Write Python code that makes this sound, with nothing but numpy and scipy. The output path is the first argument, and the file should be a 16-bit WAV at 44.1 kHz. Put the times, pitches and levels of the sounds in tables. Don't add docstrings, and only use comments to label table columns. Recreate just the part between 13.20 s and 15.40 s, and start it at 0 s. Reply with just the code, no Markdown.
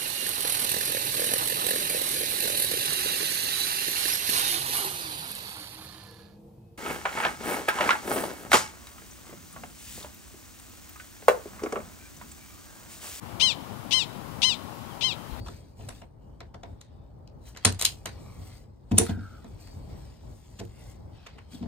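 import sys
import numpy as np
from scipy import signal
from scipy.fft import rfft, irfft, next_fast_len
from scipy.io import wavfile
from scipy.ndimage import uniform_filter1d, map_coordinates

SR = 44100
rng = np.random.default_rng(int(sys.argv[2]) if len(sys.argv) > 2 else 0)


def ratio_of_db(decibels):
    return 10 ** (np.asarray(decibels, float) / 20)


def digitize_waveform(pressure):
    field = np.atleast_2d(pressure).T
    bounded = np.clip(field, -1, 1)
    quanta = np.round(bounded * 32767).astype(np.int16)
    wavfile.write(sys.argv[1], SR, quanta)


N = 97020

# t/s, f/Hz, level/dB
BARK_PATHS = [
    [(.197, 544, -33.5), (.204, 652, -28.5), (.211, 840, -21), (.22, 980, -20.5), (.233, 1044, -21),
     (.248, 1051, -22), (.275, 1012, -24.5), (.3, 909, -26.5), (.32, 788, -31)],
    [(.708, 545, -34), (.716, 629, -31.5), (.7235, 844, -25), (.732, 967, -21), (.744, 1039, -22.5),
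     (.759, 1044, -25), (.783, 1022, -25.5), (.81, 916, -28), (.83, 799, -31.5)],
    [(1.217, 530, -31), (1.225, 620, -28), (1.232, 831, -21.5), (1.24, 943, -20), (1.253, 1027, -21.5),
     (1.268, 1040, -25), (1.29, 1018, -25), (1.318, 903, -28.5), (1.338, 788, -33)],
    [(1.808, 530, -38), (1.817, 689, -30), (1.826, 851, -28), (1.834, 981, -28), (1.845, 1037, -24.5),
     (1.859, 1055, -26.5), (1.88, 1021, -30), (1.905, 910, -32.5), (1.928, 768, -36)],
]
HEAD_TURN_DB = (-1, 0, -0.5, -4)
ALTERNATION_DB = (5.5, 3, 5, 2.5)
ALTERNATION_HZ = (590, 660, 790, 900)
MOUTH_CLOSING_S = (.055, .115)
# f/Hz, level/dB
OPEN_MOUTH = [(1000, -20), (2200, -10), (3300, -1.5), (4300, -9.5), (6400, -14), (8600, -23), (11500, -26),
              (14000, -41.5)]
# f/Hz, level/dB
NARROW_MOUTH = [(1000, -18.5), (2400, -2), (3000, -5.5), (3650, 3), (4500, -9.5), (7300, -13.5),
                (9800, -29.5), (14000, -40)]
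# f/Hz, width/Hz, depth/dB
OPEN_CAVITIES = [(1720, 250, 20), (7300, 380, 10), (10600, 650, 17), (12400, 450, 11)]
# f/Hz, width/Hz, depth/dB
NARROW_CAVITIES = [(1750, 300, 24), (6200, 450, 9), (8900, 400, 15), (11600, 450, 12)]
# f/Hz, t60/s
SLOPE_DECAY = [(1500, 0.21), (3500, 0.56), (6000, 0.45), (12000, .12)]
# t/s, length/s, first f/Hz, last f/Hz, level/dB
FAR_WHISTLES = [
    (.895, 0.027, 3700, 3930, -52),
    (.935, .03, 3950, 3650, -56),
    (1.65, 0.044, 3200, 3400, -58),
    (1.698, 0.049, 3450, 2880, -50.5),
    (1.965, 0.045, 3150, 3140, -55),
    (2.05, 0.056, 3140, 3170, -56),
    (2.125, .03, 3150, 3120, -53),
]
# t/s, level/dB
GRASS_STIR = (2.1, -53)
# f/Hz, level/dB per Hz
GRASS_COLOUR = [(2500, -40), (3200, -12), (3900, 1), (4200, 2), (4500, -25), (6000, -60)]
# t/s, length/s, level/dB
WIND_PUFF = (2.145, 0.024, -30.5)
# f/Hz, level/dB
PUFF_COLOUR = [(26, -30), (40, 0), (75, -3), (130, -30), (400, -70)]
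# f/Hz, level/dB per Hz
TRAFFIC_COLOUR = [(25, -18.5), (105, 0.5), (270, -4), (430, -12), (900, -9.5), (1380, -16), (1600, -21.5),
                  (4000, -31.5)]
# f/Hz, level/dB
MOTOR_LINE = (1089, -55)
# f/Hz, level/dB per Hz
HISS_COLOUR = [(20, -19), (90, 5.5), (400, 6), (3000, 5.5), (6000, 2), (16000, 1.5)]
INPUT_HISS_DB = (-51.5, -50)

CLEAR_HZ, CREAK_HZ = (960, 830), (700, 680)
JITTER_CLEAR, JITTER_ROUGH = .0035, .05
BREATH_CLEAR, BREATH_ROUGH = .06, .22
SCATTER_DB, STEADY_DB = 1.8, .5
VOICE_DB = 6
RELEASE_S, RELEASE_PITCH, RELEASE_DB = .035, .78, -24

STONES_DB, STONES_T60_S, STONES_START_S = -12.5, .03, .0007
ECHO_DB, ECHO_START_S = -28.5, .012
TRAFFIC_DB = -36.5
BUZZ_HZ, BUZZ_WIDTH_HZ, BUZZ_FLICKER_DB = 990, 200, 3
FADE_S, TOP_HZ = 0.039, 15740


def unit(x):
    return x / np.sqrt(np.mean(x ** 2) + 1e-20)


def along(points, hz):
    f, v = np.transpose(points)
    return np.interp(np.log(hz + 1), np.log(f + 1), v)


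def wobble(rate):
    knots = rng.standard_normal(int(N * rate / SR) + 4)
    return map_coordinates(knots, [np.arange(N) * rate / SR])


def filtered(x, response):
    m = next_fast_len(len(x) + 8192)
    return irfft(rfft(x, m) * response(np.fft.rfftfreq(m, 1 / SR)), m)[:len(x)]


def noise(spectrum):
    return unit(filtered(rng.standard_normal(N), lambda hz: ratio_of_db(along(spectrum, hz))))


def vocal_folds(pitch, cycles, rough, voiced_s, alternate_db):
    t = np.arange(len(pitch)) / SR
    k = np.arange(1, int(np.interp(voiced_s, t, cycles)))
    luck = rng.standard_normal((len(k), 2))
    at = np.interp(k, cycles, np.arange(len(t)))
    i = at.astype(int)
    uneven = np.interp(pitch[i], ALTERNATION_HZ, (0, 1, 1, 0)) * (at < np.argmax(pitch))
    size_db = (STEADY_DB + SCATTER_DB * rough[i]) * luck[:, 0]
    size_db = size_db + alternate_db * uneven * ((-1.) ** k - .6)
    jitter = (JITTER_CLEAR + JITTER_ROUGH * rough[i]) * luck[:, 1]
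    at = np.abs(at + jitter * SR / pitch[i]) + 8
    size = ratio_of_db(size_db) * np.sqrt(SR / pitch[at.astype(int)])
    near = at.astype(int)[:, None] + np.arange(-7, 9)
    d = near - at[:, None]
    weights = np.sinc(d) * np.cos(np.pi * d / 16) ** 2 * size[:, None]
    return np.bincount(near.ravel(), weights.ravel(), len(t))


def tract(points, dips, dull_db):
    hz = np.fft.rfftfreq(2048, 1 / SR)
    db = along([(500, points[0][1] - 24), *points, (20000, points[-1][1] - 30)], hz)
    db = db - sum(deep * np.exp(-.5 * ((hz - c) / w) ** 2) for c, w, deep in dips)
    db = db + dull_db * np.log2(np.maximum(hz / 3500, 1))
    cepstrum = irfft(np.log(ratio_of_db(db)))
    causal = np.concatenate([cepstrum[:1], 2 * cepstrum[1:1024], np.zeros(1024)])
    h = irfft(np.exp(rfft(causal)))[:1024]
    return h / np.linalg.norm(h)


def mouth(source, t, dull_db):
    shut = np.interp(t, MOUTH_CLOSING_S, (0, 1))
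    out = 0
    for u in np.arange(5) / 4:
        shape = (1 - u) * np.array(OPEN_MOUTH) + u * np.array(NARROW_MOUTH)
        dips = (1 - u) * np.array(OPEN_CAVITIES) + u * np.array(NARROW_CAVITIES)
        share = np.clip(1 - 4 * abs(shut - u), 0, 1)
        out = out + signal.fftconvolve(source * share, tract(shape, dips, dull_db))
    return out


def bark(rows, dull_db, alternate_db):
    release = rows[-1] * np.array([1, RELEASE_PITCH, 1]) + [RELEASE_S, 0, RELEASE_DB]
    s, hz, db = np.transpose([*rows, release])
    t, voiced_s = np.arange(round(.2 * SR)) / SR, s[-1] - s[0]

    def smooth(v, size):
        return uniform_filter1d(np.interp(t + s[0], s, v), size=size, mode="nearest")

    slow = smooth(hz, 800)
    glide = 2 * slow - uniform_filter1d(slow, size=800, mode="nearest")
    settled = np.interp(t, (.02, .04), (0, 1))
    pitch = (1 - settled) * smooth(hz, 180) + settled * glide
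    falling = (np.arange(len(t)) > np.argmax(pitch)).astype(int)
    clear, creak = np.take(CLEAR_HZ, falling), np.take(CREAK_HZ, falling)
    rough = np.clip((clear - pitch) / (clear - creak), 0, 1)
    cycles = np.cumsum(pitch) / SR
    pulses = vocal_folds(pitch, cycles, rough, voiced_s, alternate_db)
    air = unit(np.diff(rng.standard_normal(len(t) + 1)))
    breath = air * (1 + np.cos(2 * np.pi * cycles)) * (t < voiced_s)
    share = np.clip(BREATH_CLEAR + BREATH_ROUGH * rough, 0, 1)
    voice = np.sqrt(1 - share ** 2) * pulses + share * breath
    return mouth(ratio_of_db(smooth(db, 180) + VOICE_DB) * voice, t, dull_db)


def stones(call):
    lag = np.arange(1200) / SR
    near = rng.standard_normal(len(lag)) * ratio_of_db(-60 * lag / STONES_T60_S) * (lag > STONES_START_S)
    return ratio_of_db(STONES_DB) * signal.fftconvolve(call, near / np.linalg.norm(near))[:len(call)]


def far_slopes(call):
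    hz, t, z = signal.stft(rng.standard_normal(SR // 2), SR, nperseg=256)
    tail = signal.istft(z * ratio_of_db(-60 * t / along(SLOPE_DECAY, hz)[:, None]), SR, nperseg=256)[1]
    tail = np.pad(tail / np.linalg.norm(tail), (round(ECHO_START_S * SR), 0))
    return ratio_of_db(ECHO_DB) * signal.fftconvolve(call, tail)


def prairie_dog():
    out = np.zeros(N + SR)
    for rows, dull_db, alternate_db in zip(BARK_PATHS, HEAD_TURN_DB, ALTERNATION_DB):
        call = bark(rows, dull_db, alternate_db)
        call = call + stones(call)
        i = round(rows[0][0] * SR) - 8
        out[i:][:len(call)] += call
        wet = far_slopes(call)[:len(out) - i]
        out[i:][:len(wet)] += wet
    return out[:N]


def far_calls():
    out = np.zeros(N + SR)
    for s, length, a_hz, b_hz, db in FAR_WHISTLES:
        u = np.arange(round(length * SR)) / (length * SR)
        drift = uniform_filter1d(rng.standard_normal(len(u)), size=200)
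        phase = 2 * np.pi * np.cumsum(a_hz + (b_hz - a_hz) * u) / SR + 4.9 * drift
        out[round(s * SR):][:len(u)] += ratio_of_db(db + 2) * np.sqrt(np.sin(np.pi * u)) * np.sin(phase)
    return out[:N]


def grass():
    start_s, db = GRASS_STIR
    rise = np.clip((np.arange(N) / SR - start_s) / 0.014, 0, 1)
    return rise * ratio_of_db(db + 1.9 * wobble(30)) * noise(GRASS_COLOUR)


def gust():
    s, length, db = WIND_PUFF
    swell = np.exp(-.5 * ((np.arange(N) / SR - s) / length) ** 2)
    return ratio_of_db(db) * swell * noise(PUFF_COLOUR)


def traffic():
    z = signal.stft(noise([(12, -60), *TRAFFIC_COLOUR, (5000, -36), (12000, -60)]), nperseg=512)[2]
    patches = uniform_filter1d(rng.standard_normal(z.shape), size=5, axis=0)
    patches = unit(uniform_filter1d(patches, size=10, axis=1))
    rumble = unit(signal.istft(z * ratio_of_db(1.22 * patches), nperseg=512)[1][:N])
    return ratio_of_db(TRAFFIC_DB + 0.2 * wobble(1.56)) * rumble


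def motor():
    hz, db = MOTOR_LINE
    level = ratio_of_db(db + 3.8 * wobble(6.03)) * np.sqrt(2)
    return level * np.sin(2 * np.pi * hz * np.arange(N) / SR + .6 * wobble(5))


def buzz():
    out = np.zeros(N)
    for k, db in enumerate((-60.5, -63.5, -67, -73)):
        centre, width = (2 * k + 1) * BUZZ_HZ, (1 + k / 2) * BUZZ_WIDTH_HZ
        hump = filtered(rng.standard_normal(N), lambda hz: 1 / (1 + ((hz - centre) / width) ** 2))
        out += ratio_of_db(db + BUZZ_FLICKER_DB * wobble(25.05)) * unit(hump)
    return out


def electronics():
    left, right = [ratio_of_db(db) * noise(HISS_COLOUR) for db in INPUT_HISS_DB]
    return np.array([left, right + buzz()])


def scene():
    microphone = prairie_dog() + far_calls() + grass() + gust() + traffic() + motor()
    return np.array([microphone, np.zeros(N)]) + electronics()


def band_limit(x):
    return signal.sosfilt(signal.butter(12, 16650, fs=SR, output="sos"), x)


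def record(dry):
    fade = np.clip((np.arange(N) / SR + 0.004) / FADE_S, 0, 1)
    mix = np.array([filtered(c * fade, lambda hz: hz < TOP_HZ) for c in dry])
    return band_limit(mix)


dry = scene()
out = record(dry)
digitize_waveform(out)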